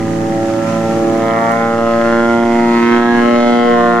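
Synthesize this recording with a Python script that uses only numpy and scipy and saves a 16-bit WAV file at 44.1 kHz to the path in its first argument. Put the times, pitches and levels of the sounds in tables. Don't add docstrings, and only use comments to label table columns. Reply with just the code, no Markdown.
import sys
import numpy as np
from scipy.fft import rfft, irfft, next_fast_len
from scipy.io import wavfile
from scipy.ndimage import uniform_filter1d, minimum_filter1d, map_coordinates

SR = 44100
rng = np.random.default_rng(int(sys.argv[2]) if len(sys.argv) > 2 else 0)


def digitize_waveform(pressure):
    field = np.atleast_2d(pressure).T
    bounded = np.clip(field, -1, 1)
    quanta = np.round(bounded * 32767).astype(np.int16)
    wavfile.write(sys.argv[1], SR, quanta)


N = 176400

# time_s, pitch_hz
BLADE_RATE_HZ = [(0.1, 111.2), (1.3, 113.4), (1.57, 114.9), (3.28, 118.6), (3.67, 118.9), (3.96, 117.5)]
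# overtone, relative_db
EARLY_PULSE_DB = [(4, -28), (6, -25), (7, -23), (8, -35.5), (9, -27), (10, -33), (12, -25), (13, -47),
                  (19, -52), (21, -60), (36, -66.5)]
LATE_PULSE_DB = [(4, -24), (6, -19), (7, -27.5), (8, -23.5), (9, -27), (10, -34), (11, -24.5), (13, -28),
                 (14, -33.5), (18, -38), (20, -52.5), (29, -53.5), (39, -63), (55, -72.5)]
# time_s, level_db
SECOND_DB = [(0.06, -23), (0.55, -28), (0.74, -19.5), (1.29, -23), (2.67, -12), (3.3, -11.5), (3.55, -10.5),
             (3.96, -17)]
THIRD_DB = [(0.06, -19), (0.59, -16.5), (0.67, -26.5), (1.07, -13.5), (1.47, -26), (1.54, -32),
            (1.7, -24.5), (2.16, -16), (2.95, -12), (3.44, -18.5), (3.96, -16)]
FIFTH_DB = [(0.04, -28), (0.5, -19.5), (1.66, -21), (1.99, -15), (2.73, -27.5), (2.88, -43), (2.99, -28),
            (3.09, -28), (3.108, -37), (3.3, -16.5), (3.46, -14), (3.54, -22), (3.89, -17), (3.96, -28.5)]
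BLARE_DB = [(0.04, -29), (0.42, -23.5), (0.62, -30), (0.9, -23), (1.45, -17.5), (2.0, -22), (2.6, -19.5),
            (2.82, -27), (3.05, -18.5), (3.3, -20.5), (3.7, -12), (3.97, -15)]
BARK_DB = [(0.04, -37), (0.45, -39.5), (0.7, -29.5), (1.05, -36.5), (1.45, -20), (1.75, -28), (2.05, -25),
           (2.45, -25), (2.72, -21), (3.2, -22.5), (3.5, -30), (3.78, -16.5), (3.97, -18)]
RASP_DB = [(0.04, -37.5), (0.45, -36), (0.7, -28.5), (1.05, -34.5), (1.35, -23), (1.85, -25), (2.3, -21),
           (2.52, -31), (3.0, -20), (3.4, -22.5), (3.65, -22), (3.8, -25), (3.97, -19)]
EDGE_DB = [(0.04, -41.5), (1.1, -39), (1.35, -27), (1.6, -27), (1.8, -37.5), (2.05, -28.5), (2.43, -31.5),
           (2.89, -23), (3.1, -28), (3.61, -25), (3.97, -25)]
SIZZLE_DB = [(1.1, -56.5), (1.9, -40.5), (2.6, -39.5), (2.85, -31), (3.1, -35.5), (3.3, -33), (3.52, -31),
             (3.649, -31.5), (3.75, -34), (4, -40)]
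REGISTER_TRIM_DB = [-1.2, -2.24, 0.03, 1, 0.47, 0.97, 0.48, 1]
# freq_hz, spread_rad
SMEAR_RAD = [(300, 1), (900, 0.43), (2200, 0.1), (4000, 1)]
# time_s, lag_s
BASS_LAG_S = [(1.5, -0.00057), (2.2, -0.00084), (2.9, 0), (3.7, .004)]
# engine_cycle_multiple, relative_db
EXHAUST_LINES_DB = [(7, -21), (8, -17.5), (9, 0), (10, -13), (11, -5.5), (13, -24), (14, -1.5), (15, -17),
                    (16, -3.5), (17, -13), (22, -12), (23, -23)]
# time_s, level_db
FIRING_DB = [(0, -25.5), (.6, -28.5), (1.5, -35), (2.2, -41), (2.7, -37), (3.4, -32.5), (4, -32.5)]
SIDE_LINES_DB = [(0, -27.5), (1.1, -26.5), (1.6, -35.5), (2.0, -44), (2.7, -31), (3.4, -31), (4, -41)]
# freq_hz, relative_density_db
CHOP_SPECTRUM_DB = [(150, -43), (300, 3), (600, -6.5), (1300, -7), (2000, -0.5), (2500, -20.5),
                    (3300, -12.5), (4500, -25.5), (8000, -44)]
WASH_SPECTRUM_DB = [(60, -17), (150, -7.5), (220, 1.5), (330, -2), (500, -5.5), (800, -8), (2000, -15),
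                    (2600, -41.5)]
RUMBLE_SPECTRUM_DB = [(20, -23), (45, -9.5), (65, -7.5), (100, -0.5), (140, -5.5), (220, -6.5), (500, -51)]
WATER_SPECTRUM_DB = [(1500, -6), (2500, 3), (3800, -4), (6800, -1), (7800, -7), (12000, -17), (15000, -35)]
SLOSH_SPECTRUM_DB = [(900, -12), (2000, 2), (2700, -1), (3500, -13), (6500, -9), (12000, -31)]
TIP_SPECTRUM_DB = [(2000, -25), (2700, 4), (3300, 5), (4200, -7), (5500, -13), (8000, -36)]
DROP_SPECTRUM_DB = [(3000, -20), (6000, 0), (10000, 1), (15000, -10)]
# time_s, base_level_db
WASH_DB = [(0, -30.5), (1.2, -26), (2, -33), (3, -33), (4, -27.5)]
RUMBLE_DB = [(0, -34), (1.0, -38), (1.7, -42), (2.3, -34), (3.0, -38.5), (4, -44)]
WATER_DB = [(0.05, -45.5), (0.92, -43.5), (1.9, -48), (2.2, -46), (3.0, -46), (3.9, -46.5)]
TIP_DB = [(0, -75), (1.0, -49), (1.3, -37.5), (1.5, -53), (2.08, -45.5), (2.4, -60), (2.85, -44.5),
          (3.6, -48), (4, -46)]
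# freq_hz, correlation
COHERENCE = [(50, 0.54), (300, 1), (1000, 0.69), (2500, 0.17), (6000, 0.023), (14000, 0.041)]
# freq_hz, left_minus_right_db
PORT_BALANCE_DB = [(60, -1), (120, -3), (235, -2), (350, -4), (580, 0.5), (1100, -0.5), (1700, 0),
                   (2300, -4), (4000, -2), (9000, 1)]

BLADES, CYLINDERS = 3, 9
TIME_S = np.arange(N) / SR
FRAME_S = np.linspace(0, N / SR, 240)


def amp(db):
    return 10 ** (np.asarray(db) / 20)


def unit(x):
    return x / np.sqrt(np.mean(x ** 2) + 1e-20)


def along(rows, hz):
    knots_hz, values = np.transpose(rows)
    return np.interp(np.log(hz + 1), np.log(knots_hz + 1), values)


def curve(rows, time_s=TIME_S):
    return np.interp(time_s, *np.transpose(rows))


def wobble(knots_per_s):
    grid_s = np.linspace(0, N / SR, 1600)
    smooth = map_coordinates(rng.standard_normal(1024), [grid_s * knots_per_s + 2], mode="wrap")
    return np.interp(TIME_S, grid_s, smooth)


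def filtered(x, response):
    size = next_fast_len(N + SR // 4)
    return irfft(rfft(x, size) * response(np.fft.rfftfreq(size, 1 / SR)), size)[..., :N]


def noise(spectrum_db):
    def response(hz):
        width_rad = np.arccos(np.clip(along(COHERENCE, hz), -1, 1)) / 2
        return amp(along(spectrum_db, hz)) * [np.cos(width_rad), np.sin(width_rad)]
    mid, side = filtered(rng.standard_normal((2, N)), response)
    return unit(np.array([mid + side, mid - side]))


def fading(knots_per_s, count, span):
    real, imag = rng.standard_normal((2, 3, count, 64))
    knots = uniform_filter1d(real + 1j * imag, size=span, axis=1) * np.sqrt(span / 2)
    weights = np.exp(-2 * (np.arange(64)[:, None] - 2 - FRAME_S * knots_per_s) ** 2)
    return knots @ (weights / np.linalg.norm(weights, axis=0))


def pulse_train(gains, cycles, size=1024):
    shapes = irfft(gains, size, axis=1) * size / np.sqrt(2)
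    shapes = np.concatenate([shapes, shapes[:, :1]], axis=1)
    position = [cycles % 1 * size, np.linspace(0, gains.shape[-1] - 1, N)]
    return np.array([map_coordinates(shape, position, order=1, mode="nearest") for shape in shapes])


def air_paths(hz, echo_s=.0034, skew_hz=868, full_fade_hz=1300, dip_db=5, dip_hz=1000):
    air = fading(5.5, len(hz), span=3)
    drift = np.sqrt(2) * fading(1.007, len(hz), span=2).real
    height = np.minimum(hz / full_fade_hz, 1)
    depth = .9 * height
    fade = (1 + depth * (air[0] + .75 * air[1:])) / np.sqrt(1 + depth ** 2)
    echo_rad = np.angle(1 + .4 * np.exp(-2j * np.pi * hz * echo_s))
    smear_rad = along(SMEAR_RAD, hz) * drift[0] + .57 * height ** .38 * drift[1:]
    skew_rad = 2 * np.pi * curve(BASS_LAG_S, FRAME_S) * skew_hz * (np.exp(-hz / skew_hz) - np.exp(-1))
    dips = np.clip(2 * fading(7, len(hz), span=1)[0].real, 0, 2) ** 2
    midrange = np.exp(-2 * np.log2((hz + 1) / dip_hz) ** 2)
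    return fade * amp(-dip_db * midrange * dips) * np.exp(1j * (echo_rad + smear_rad + skew_rad))


def propeller(passes, swing_start_s=.1, swing_end_s=3.07, jitter_s=.00002):
    overtone = np.arange(56)[:, None]
    swing = np.clip((FRAME_S - swing_start_s) / (swing_end_s - swing_start_s), 0, 1)
    pulse_db = (1 - swing) * along(EARLY_PULSE_DB, overtone) + swing * along(LATE_PULSE_DB, overtone)
    gains = -1j * amp(pulse_db) * air_paths(overtone * curve(BLADE_RATE_HZ, FRAME_S))
    power = (abs(gains) ** 2).mean(0)
    registers = [([2], SECOND_DB), ([3], THIRD_DB), ([5], FIFTH_DB), ([4, 6, 7], BLARE_DB),
                 ([8, 9, 10], BARK_DB), (range(11, 15), RASP_DB), (range(15, 21), EDGE_DB),
                 (range(21, 56), SIZZLE_DB)]
    for (members, envelope_db), trim_db in zip(registers, REGISTER_TRIM_DB):
        gains[:, members] *= amp(curve(envelope_db, FRAME_S) + trim_db) / np.sqrt(power[members].sum(0))
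    fundamental_db = -28.5 - 3.5 * FRAME_S
    gains[:, 1] *= amp(fundamental_db) / np.sqrt(power[1])
    passes = passes + jitter_s * curve(BLADE_RATE_HZ) * wobble(100)
    uneven_db = 1.2 * wobble(110) - np.cos(2 * np.pi * passes / BLADES)
    bands = [(overtone < 9, .31), ((overtone >= 9) & (overtone < 22), 1), (overtone >= 22, 1.1)]
    return sum(pulse_train(gains * band, passes) * unit(amp(share * uneven_db)) for band, share in bands)


def exhaust(passes, burble_per_s=6.4, burble_depth=.64):
    gains = np.zeros((1, 41, len(FRAME_S)), complex)
    wavers = fading(burble_per_s, len(EXHAUST_LINES_DB), span=1)[0]
    for (multiple, relative_db), waver in zip(EXHAUST_LINES_DB, wavers):
        envelope_db = FIRING_DB if multiple == CYLINDERS else SIDE_LINES_DB
        line = amp(curve(envelope_db, FRAME_S) + relative_db) * (1 + burble_depth * waver)
        gains[0, multiple] = line * np.exp(2j * np.pi * rng.random())
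    return pulse_train(gains, passes / (2 * BLADES))


def blade_chop(passes, base_db=-34, sharpness=1.6):
    puffs = np.exp(sharpness * np.cos(2 * np.pi * (passes - .08)))
    sizes = 1 + .89 * np.cos(2 * np.pi * passes / BLADES)
    edge_db = curve(EDGE_DB)
    swell_db = .33 * (edge_db - edge_db.mean())
    return amp(base_db + swell_db) * unit(puffs * sizes) * noise(CHOP_SPECTRUM_DB)


def engine_wash():
    return amp(curve(WASH_DB)) * noise(WASH_SPECTRUM_DB)


def rumble(waver_db=.78):
    return amp(curve(RUMBLE_DB) + waver_db * wobble(7.25)) * noise(RUMBLE_SPECTRUM_DB)


def ship_hum(pitch_hz=105.2, rms_db=-39.5, waver_db=1.3):
    peak = np.sqrt(2) * amp(rms_db + waver_db * wobble(3.8))
    return peak * np.sin(2 * np.pi * pitch_hz * TIME_S + .5 * wobble(3.3))


def water_hiss(trim_db=8, flicker_db=.75):
    return amp(curve(WATER_DB) + trim_db + flicker_db * wobble(13)) * noise(WATER_SPECTRUM_DB)


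def slosh(peak_s=.71, sigma_s=.076, peak_db=-34):
    return amp(peak_db) * np.exp(-.5 * ((TIME_S - peak_s) / sigma_s) ** 2) * noise(SLOSH_SPECTRUM_DB)


def tip_cracks(passes, sharpness=3.9, scatter_db=3):
    cracks = np.exp(sharpness * (np.cos(2 * np.pi * (passes - .05)) - 1))
    sizes = np.exp(.45 * np.cos(2 * np.pi * passes / BLADES)) * amp(scatter_db * np.tanh(wobble(110)))
    return amp(curve(TIP_DB)) * unit(cracks * sizes) * noise(TIP_SPECTRUM_DB)


def drop(peak_s=1.519, tick_db=-27.5, spray_db=-48.5):
    offset_s = TIME_S - peak_s
    tick = amp(tick_db) * np.exp(-abs(offset_s) / .00056)
    spray = amp(spray_db) * np.exp(-abs(offset_s + .004) / .021)
    return (tick + spray) * noise(DROP_SPECTRUM_DB)


def scene():
    passes = np.cumsum(curve(BLADE_RATE_HZ)) / SR
    lead_s = np.array([[25e-6], [-25e-6]])
    drone = filtered(propeller(passes) + exhaust(passes), lambda hz: np.exp(2j * np.pi * hz * lead_s))
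    plane = drone + blade_chop(passes) + tip_cracks(passes) + engine_wash()
    return plane + rumble() + ship_hum() + water_hiss() + slosh() + drop()


def record(dry):
    ceiling, hold_s, cutoff_hz = .93, .012, 15400
    ports = filtered(dry, lambda hz: amp(along(PORT_BALANCE_DB, hz) * np.array([[.5], [-.5]])))
    hold = round(hold_s * SR)
    needed_gain = ceiling / np.maximum(abs(ports).max(0), ceiling)
    gain = uniform_filter1d(minimum_filter1d(needed_gain, 2 * hold), hold)
    return filtered(ports * gain, lambda hz: hz < cutoff_hz)


dry = scene()
out = record(dry)
digitize_waveform(out)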